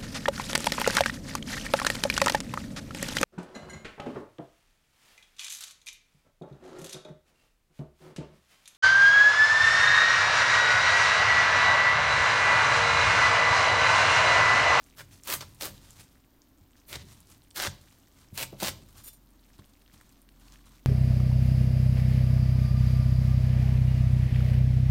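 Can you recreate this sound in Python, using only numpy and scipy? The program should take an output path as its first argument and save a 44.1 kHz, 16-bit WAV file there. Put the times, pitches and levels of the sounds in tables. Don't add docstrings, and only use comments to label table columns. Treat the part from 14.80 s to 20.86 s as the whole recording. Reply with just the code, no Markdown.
import sys
import numpy as np
from scipy import signal
from scipy.fft import rfft, irfft
from scipy.io import wavfile
from scipy.ndimage import uniform_filter1d

SR = 44100
rng = np.random.default_rng(int(sys.argv[2]) if len(sys.argv) > 2 else 0)


def unload_audio(sound):
    columns = np.transpose(np.atleast_2d(sound))
    steps = np.round(np.clip(columns, -1, 1) * 32767)
    wavfile.write(sys.argv[1], SR, steps.astype(np.int16))


N = 267246
TIME, HZ = np.arange(N) / SR, np.fft.rfftfreq(N, 1 / SR)
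BAND_LIMIT_HZ = 15950

# frequency_hz, gain_db
RIND_SPECTRUM = [(120, -12), (200, -9.5), (416, -4.5), (491, -13.5), (569, -5), (635, -9.5), (777, -8.5),
                 (899, -5), (1020, -7), (1230, -6.5), (3620, -2), (4120, -1.5), (10300, -9), (15100, -6),
                 (16000, -10)]
# start_s, length_s, level_db, swell_db, skid_s, release_s (to fall 20 dB),
# treble_db, darkening_db, low_mid_db, slit_hz, slit_gain, shudder_db
STROKES = [(.181, .032, -47.5, 2, .02, .022, -2, 4, -4.5, 1480, 3.4, -53),
           (.473, .072, -33.5, 5, .032, .035, .5, -7, -4, 1190, 1, -50),
           (.607, .007, -39.5, 0, .004, .018, -13, 0, -8, 1400, .5, -58),
           (.623, .005, -48.5, 0, .005, .02, -10, 0, 4, 1100, 1.3, -57),
           (.809, .056, -38, 2, .012, .05, -1, 0, -3.5, 575, .8, -52),
           (2.082, .042, -49.5, 8, .018, .015, 4, 11, -3, 2100, .8, -60),
           (2.128, .034, -42.5, 0, .005, .02, -9, 3, -3, 2100, .8, -46.5),
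           (2.19, .03, -52, 3, .01, .035, -20, 0, -10, 1900, .5, -60),
           (2.759, .114, -33, 7.5, .014, .018, -6.5, 14, -5, 1560, 1, -50),
           (3.575, .06, -36, 3, .037, .02, 0, -3, -5, 2500, .85, -48),
           (3.801, .087, -32, 10, .02, .028, -3.5, 0, -5.5, 1700, .2, -44)]


def amp(db):
    return 10 ** (np.asarray(db) / 20)


def unit_rms(x):
    return x / np.sqrt(np.mean(x ** 2) + 1e-20)


def at_frequency(points, hz):
    frequencies, values = np.transpose(points)
    return np.interp(np.log(hz + 1), np.log(frequencies + 1), values)


def add(mix, start_s, sound):
    part = mix[max(round(start_s * SR), 0):][:len(sound)]
    part += sound[:len(part)]


def shaped(x, gain):
    return unit_rms(irfft(rfft(x) * gain, N))


def lowpass(hz, corner_hz, order=4):
    return 1 / np.sqrt(1 + (hz / corner_hz) ** (2 * order))


def resonate(x, hz, width_hz):
    radius = np.exp(-np.pi * width_hz / SR)
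    return 2 * signal.lfilter([1 - radius], [1, -radius * np.exp(2j * np.pi * hz / SR)], x).real


def steadied(x, span_s):
    width = int(span_s * SR) + 1
    power = uniform_filter1d(uniform_filter1d(x ** 2, width), width)
    return x / np.sqrt(abs(power) + 1e-12)


def grains(per_s, spread_db):
    size = amp(spread_db * np.minimum(rng.exponential(1, N), 4))
    return size * rng.choice([-1, 1], N) * (rng.random(N) < per_s / SR)


def air_and_drone(air_db=-63.5, drone_gain_db=3, waver_rad=.42):
    # frequency_hz, gain_db
    air_spectrum = [(15, 1), (25, -16), (55, 3.5), (175, -9.5), (270, 2), (427, -13), (591, -13.5),
                    (911, -15.5), (1020, -16), (2550, -25), (3250, -23), (6210, -27), (10400, -32.5),
                    (14400, -19.5), (16000, -29)]
    # time_s, level_db
    drone_swells = [(0.0, -66), (0.88, -66), (0.94, -56), (1.26, -71), (2.36, -64), (2.75, -73),
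                    (2.91, -57), (3.17, -72), (3.76, -58), (5.29, -64), (5.71, -55), (6.05, -61)]
    # pitch_hz, gain_db
    drone_partials = [(44, -3.5), (140, -17), (213, -17), (282, -18)]
    air = amp(air_db) * shaped(rng.standard_normal(N), amp(at_frequency(air_spectrum, HZ)))
    drone = 0
    for hz, db in drone_partials:
        drift = shaped(rng.standard_normal(N), lowpass(HZ, corner_hz=3.2))
        waver = waver_rad * np.sqrt(hz / drone_partials[0][0]) * drift
        drone = drone + amp(db) * np.sqrt(2) * np.sin(2 * np.pi * hz * TIME + waver)
    swell_db = np.interp(TIME, *np.transpose(drone_swells))
    return air + drone * amp(swell_db + drone_gain_db)


def sliding_moves(lag_s=.18, half_s=.18, glide_db=-65.5, follow=.35, skin_share=.1):
    # middle_s, half_length_s, level_db, skin_share
    shifts = [(.06, .1, -68, .3), (0.339, 0.032, -56.5, 0), (1.07, 0.17, -63.5, 0.14),
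              (1.194, .008, -51, 0), (1.22, .024, -56, 0), (1.98, 0.017, -66, .2),
              (2.318, 0.042, -58.5, 0.08), (2.526, 0.021, -59.5, 0.02), (3.417, 0.046, -61.5, 0.3),
              (4.187, 0.018, -52, 0.42), (4.794, 0.0055, -57.5, 0.98), (4.8, 0.2, -71.5, 0.37),
              (5.15, .018, -63, .3), (5.236, 0.1, -65, 0.3), (5.69, 0.08, -61.5, 0.42),
              (5.9, 0.07, -63.5, .4)]
    hardest_db = max(stroke[2] for stroke in STROKES)
    glides = [(start + length + lag_s, half_s, glide_db + follow * (db - hardest_db), skin_share)
              for start, length, db, *_ in STROKES]
    return np.transpose(shifts + glides)[:, :, None]


def wet_friction(stick_db=2.5, stick_hz=30):
    # frequency_hz, gain_db
    steel_spectrum = [(180, -27), (300, -7), (774, -6), (1640, -7), (4830, -6), (6200, -5), (15000, -14),
                      (16000, -20)]
    # frequency_hz, gain_db
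    skin_spectrum = [(300, -10), (700, -2.5), (1150, 7.5), (2000, -6), (4000, 0), (9000, -31), (16000, -35)]
    middle, half, db, skin = sliding_moves()
    power = amp(db) ** 2 * np.exp(-((TIME - middle) / half) ** 2)
    hiss = 0
    for share, spectrum in ((1 - skin, steel_spectrum), (skin, skin_spectrum)):
        rub = shaped(grains(per_s=4500, spread_db=3.6), amp(at_frequency(spectrum, HZ)))
        hiss = hiss + rub * np.sqrt((power * share).sum(0))
    sticking = amp(stick_db * shaped(rng.standard_normal(N), lowpass(HZ, stick_hz)))
    return hiss * unit_rms(sticking)


def seep(level_db=-71, per_band_per_s=20):
    middle, half, db, _ = sliding_moves()
    nearness = np.exp(-((TIME - middle) / (half + .12)) ** 2)
    activity = .35 + (amp((db - db.max()) / 4) * nearness).max(0)
    out = 0
    for hz in np.geomspace(1700, 13000, 8):
        pops = (rng.random(N) < per_band_per_s / SR) * amp(-14 * rng.random(N) ** .5)
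        out = out + resonate(resonate(pops, hz, hz / 2), hz, hz / 2) / hz ** .65
    return amp(level_db) * unit_rms(out * activity)


def juice_ticks(width_octaves=.7, gain_db=-3, decay_s=.0009, skirt=.1, lead_samples=64):
    # start_s, level_db, centre_hz
    ticks = [(0.041, -41, 7200), (0.1, -46, 5000), (0.174, -39, 7000), (0.4356, -32, 6900),
             (0.7469, -38.5, 11800), (0.979, -41, 3670), (1.1069, -33, 7500), (1.6188, -43, 5000),
             (2.4044, -36.5, 10300), (2.5014, -38, 10300), (2.62, -45, 3870), (2.706, -39, 9000),
             (2.7105, -37.5, 4000), (3.0853, -43, 3180), (5.1394, -44, 11700), (5.212, -37, 1300),
             (5.2929, -42, 7060), (5.4181, -40.5, 11400), (5.4899, -39, 2470), (5.6831, -41, 2900),
             (5.7227, -39, 5300), (5.7582, -39.5, 2020)]
    out, t, hz = np.zeros(N), np.arange(1024) / SR, np.fft.rfftfreq(1024, 1 / SR)
    for start, db, centre_hz in ticks:
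        pop = np.roll(rng.standard_normal(len(t)) * np.exp(-t / decay_s), lead_samples)
        band = skirt + np.exp(-(np.log2((hz + 1) / centre_hz) / width_octaves) ** 2)
        tick = irfft(rfft(pop) * band)
        add(out, start - lead_samples / SR, amp(db + gain_db) * tick / abs(tick).max())
    return out


def shudder(gain_db=-1, handling_db=-1, lag_s=.015, rise_s=.055, fade_s=.1, settle_db=-60.5, settle_s=.4):
    # frequency_hz, gain_db
    spectrum = [(26, -52), (45, -25), (70, 8), (112, 8.5), (162, -3.5), (300, -19.5), (393, -12.5),
                (450, -21), (580, -85), (990, -120)]
    rumble = shaped(rng.standard_normal(N), amp(at_frequency(spectrum, HZ)))
    rumble = rumble + 1.5 * resonate(rumble, hz=192, width_hz=45)
    middle, half, rub_db, _ = sliding_moves()
    power = (amp(rub_db + handling_db) ** 2 * np.exp(-((TIME - middle) / half) ** 2)).sum(0)
    for start, length, *_, db in STROKES:
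        t = TIME - start - length - lag_s
        rise, after = np.exp(-(np.minimum(t, 0) / rise_s) ** 2), np.maximum(t, 0)
        wobble = rise * amp(db) * np.exp(-after / fade_s)
        settling = rise * amp(settle_db) * np.exp(-after / settle_s)
        power = power + wobble ** 2 + settling ** 2
    return steadied(rumble, span_s=.018) * np.sqrt(power) * amp(gain_db)


def effort_db(t, start, length, db, swell_db, skid_s, release_s, bite_s=.003):
    before, after = np.maximum(start - t, 0), np.maximum(t - start - length, 0)
    swell = -swell_db * (1 - np.clip((t - start) / length, 0, 1)) ** 2.6
    skid = -10 * np.minimum(before / bite_s, 1) - 14 * (before / skid_s) ** 3
    return np.maximum(db + swell + skid - 20 * after / release_s, -200)


def dispersion(hz, lag_s=.0021, at_hz=500):
    top_lag_s = lag_s * np.sqrt(at_hz / BAND_LIMIT_HZ)
    return np.exp(-2j * np.pi * (2 * lag_s * np.sqrt(at_hz * hz) - top_lag_s * hz))


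def crunch(low_hz=1400, top_hz=7500, mid_db=-1, skid_treble_db=8, shallow_db=-3.5, deepen_s=.025):
    bursts = steadied(grains(per_s=4500, spread_db=3.5), span_s=.0055)
    cells = irfft(rfft(bursts) * dispersion(HZ), N)
    colour = amp(at_frequency(RIND_SPECTRUM, HZ))
    low, below_top = lowpass(HZ, low_hz), lowpass(HZ, top_hz)
    body = shaped(cells, colour * low)
    middle = shaped(cells, colour * (below_top - low)) * amp(mid_db)
    top = shaped(cells, colour * (1 - below_top))
    out = np.zeros(N)
    for stroke in STROKES:
        start, length = stroke[:2]
        treble_db, darken_db, low_db = stroke[6:9]
        near = abs(TIME - start) < .3
        t = TIME[near] - start
        progress, skidding = np.clip(t / length, 0, 1), np.clip(-t / deepen_s, 0, 1)
        bright_db = treble_db - darken_db * (progress - .5) + skid_treble_db * skidding
        deep_db = low_db + shallow_db * np.exp(-np.maximum(t, 0) / deepen_s)
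        tearing = body[near] * amp(deep_db) + middle[near] + top[near] * amp(bright_db)
        out[near] += amp(effort_db(TIME[near], *stroke[:6])) * tearing
    return out


def slit(x, cavity_gain=1.05, slit_q=4.2, echo_gain=.26, reach_s=.003, echo_count=6):
    rings = cavity_gain * resonate(x, hz=560, width_hz=115)
    for start, length, *_, hz, gain, _ in STROKES:
        cutting = (TIME > start - .02) & (TIME < start + length + .03)
        rings = rings + gain * resonate(x * cutting, hz, hz / slit_q)
    bright = x - signal.lfilter(*signal.butter(1, 2000, fs=SR), x)
    echoes = 0
    for lag, phase, sway in rng.random((echo_count, 3)):
        delayed = np.roll(bright, int(reach_s * SR * (.2 + lag)))
        echoes = echoes + delayed * np.sin(2 * np.pi * (phase + 4 * (1 + sway) * TIME))
    return x + rings + echo_gain * echoes / np.sqrt(echo_count / 2)


def splinters(count=16, gap_s=.0092, above_effort_db=7.8, spread_db=1.5, dull_db=-10):
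    rows = []
    for stroke in STROKES:
        start, length, treble_db = stroke[0], stroke[1], stroke[6]
        gap, size, tone = rng.uniform(-1, 1, (count, 3)).T
        times = start + gap_s * np.cumsum(1 + .5 * gap)
        levels = effort_db(times, *stroke[:6]) + above_effort_db + spread_db * size
        trebles = treble_db + dull_db + 6 * tone
        rows += [row for row in zip(times, levels, trebles) if row[0] < start + length]
    return rows


def snaps(top_hz=7500, top_db=4.5, spray=.15, spray_s=.0018, gain_db=.6, lead_samples=32):
    # start_s, level_db, treble_db
    large_fibres = [(0.4748, -19, 6), (0.5006, -18, 2), (0.5255, -17, 0), (0.5386, -14, 3),
                    (0.6086, -30, -15), (0.81, -26, -11), (0.8227, -21, -2.5), (0.8316, -27.5, -9),
                    (0.8419, -25, -5), (0.855, -15.5, 14), (2.129, -27, -7), (2.1563, -28.5, -16),
                    (2.16, -30, -18), (2.761, -27, -1), (2.7721, -25, -2), (2.7795, -21, 1),
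                    (2.8, -21, -22), (2.8237, -18, 2), (2.8376, -22, -13), (2.849, -21, -26),
                    (2.8716, -22, -15), (3.5769, -21, -5), (3.6282, -19.5, 4), (3.8017, -27.5, -5),
                    (3.831, -17.5, -4), (3.8833, -21.5, -2), (3.889, -22, 1)]
    out, t, hz = np.zeros(N), np.arange(1024) / SR, np.fft.rfftfreq(1024, 1 / SR)
    for start, db, treble_db in large_fibres + splinters():
        crack = (t == 0) + spray * rng.standard_normal(len(t)) * np.exp(-t / spray_s)
        colour = amp(at_frequency(RIND_SPECTRUM, hz) + (treble_db + top_db) * (1 - lowpass(hz, top_hz)))
        snap = np.roll(irfft(rfft(crack) * colour * dispersion(hz)), lead_samples)
        add(out, start - lead_samples / SR, amp(db + gain_db) * snap / abs(snap).max())
    return out


def knocks(thud_gain=1.45, thud_s=.023):
    # start_s, peak_db, corner_hz (higher when harder)
    contacts = [(.56, -39, 170), (.645, -46, 130), (.908, -42, 180), (1.806, -50.5, 132), (2.16, -41, 260),
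                (2.872, -31.5, 140), (3.521, -36.5, 190), (3.726, -34.5, 700), (3.8235, -23.5, 1100),
                (4.022, -44.5, 330), (4.787, -44, 410), (5.13, -49, 200)]
    # pitch_hz, level_db, t60_s
    modes = [(92.6, 4.5, 0.2), (139.3, 1.5, 0.3), (199, 2.5, 0.17), (260, -3.5, 0.11), (344, 3, .1),
             (424, 1, 0.017), (570, -1, 0.14), (651, 1.5, 0.096), (810, 5, 0.026), (980, -3, .05)]
    out, t = np.zeros(N), np.arange(SR // 3) / SR
    ring = sum(amp(db - 60 * t / t60) * np.sin(2 * np.pi * hz * t) * (-1) ** k
               for k, (hz, db, t60) in enumerate(modes))
    squash_band = signal.butter(2, [90, 1200], "band", fs=SR, output="sos")
    for start, db, corner_hz in contacts:
        squash = unit_rms(signal.sosfilt(squash_band, rng.standard_normal(len(t))))
        contact_band = signal.butter(2, [corner_hz / 6, corner_hz], "band", fs=SR, output="sos")
        blow = signal.sosfilt(contact_band, ring + thud_gain * squash * np.exp(-t / thud_s))
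        add(out, start, amp(db) * blow / abs(blow).max())
    return out


def singing_blade(ring_db=2.3, rub_db=-10.5):
    # peak_s, rise_s, fade_s, level_db
    scrapes = [(4.173, .004, .022, -56.5), (4.24, .002, .02, -51.5), (4.284, .014, .008, -44),
               (4.333, .004, .012, -56)]
    # pitch_hz, width_hz, level_db
    modes = [(2891, 8, -18), (3550, 16, -13), (4080, 16, -13), (4651, 12, -15), (5243, 22, -10),
             (5728, 26, -11), (7055, 14, -1.5), (8750, 100, -3), (9400, 90, -4), (10900, 700, -2),
             (12400, 200, 0), (12900, 150, -1), (14230, 200, 2)]
    envelope = sum(amp(db) * np.exp(-np.maximum((peak_s - TIME) / rise_s, (TIME - peak_s) / fade_s))
                   for peak_s, rise_s, fade_s, db in scrapes)
    rub = (envelope + 1e-12) * rng.standard_normal(N)
    ring = sum(amp(db) * resonate(rub, hz, width) / np.sqrt(width) for hz, width, db in modes)
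    return unit_rms(ring) * rub.std() * amp(ring_db) + amp(rub_db) * rub


def room(x, first_s=.005, reflections_per_s=3000):
    # frequency_hz, t60_s
    decay_times = [(100, 1), (500, 0.5), (1500, 0.26), (4000, 0.4), (10000, 0.08), (16000, 0.44)]
    # frequency_hz, gain_db
    spectrum = [(100, -15), (600, -12), (1500, -13.5), (4000, -12), (6500, -9), (9000, -0.5), (16000, -20)]
    taps = rng.choice([-1., 1.], SR) * (rng.random(SR) < reflections_per_s / SR)
    taps *= np.arange(SR) / SR > first_s
    hz, t, bands = signal.stft(unit_rms(taps), SR, nperseg=256)
    t60 = at_frequency(decay_times, hz)[:, None]
    decay = amp(at_frequency(spectrum, hz)[:, None] - 60 * t / t60)
    equal_energy = np.sqrt(2 * np.log(1000) / (t60 * SR))
    response = signal.istft(bands * decay * equal_energy, SR, nperseg=256)[1]
    return signal.fftconvolve(x, response)[:N]


def scene(crunch_db=-4.1):
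    cutting = slit(amp(crunch_db) * crunch() + snaps())
    direct = cutting + juice_ticks() + wet_friction() + seep() + knocks() + singing_blade()
    return (direct + room(direct) + shudder() + air_and_drone())[None]


def record(dry):
    kernel = signal.firwin(511, BAND_LIMIT_HZ, window=("kaiser", 9), fs=SR)
    return signal.oaconvolve(dry, kernel[None], "same")


dry = scene()
out = record(dry)
unload_audio(out)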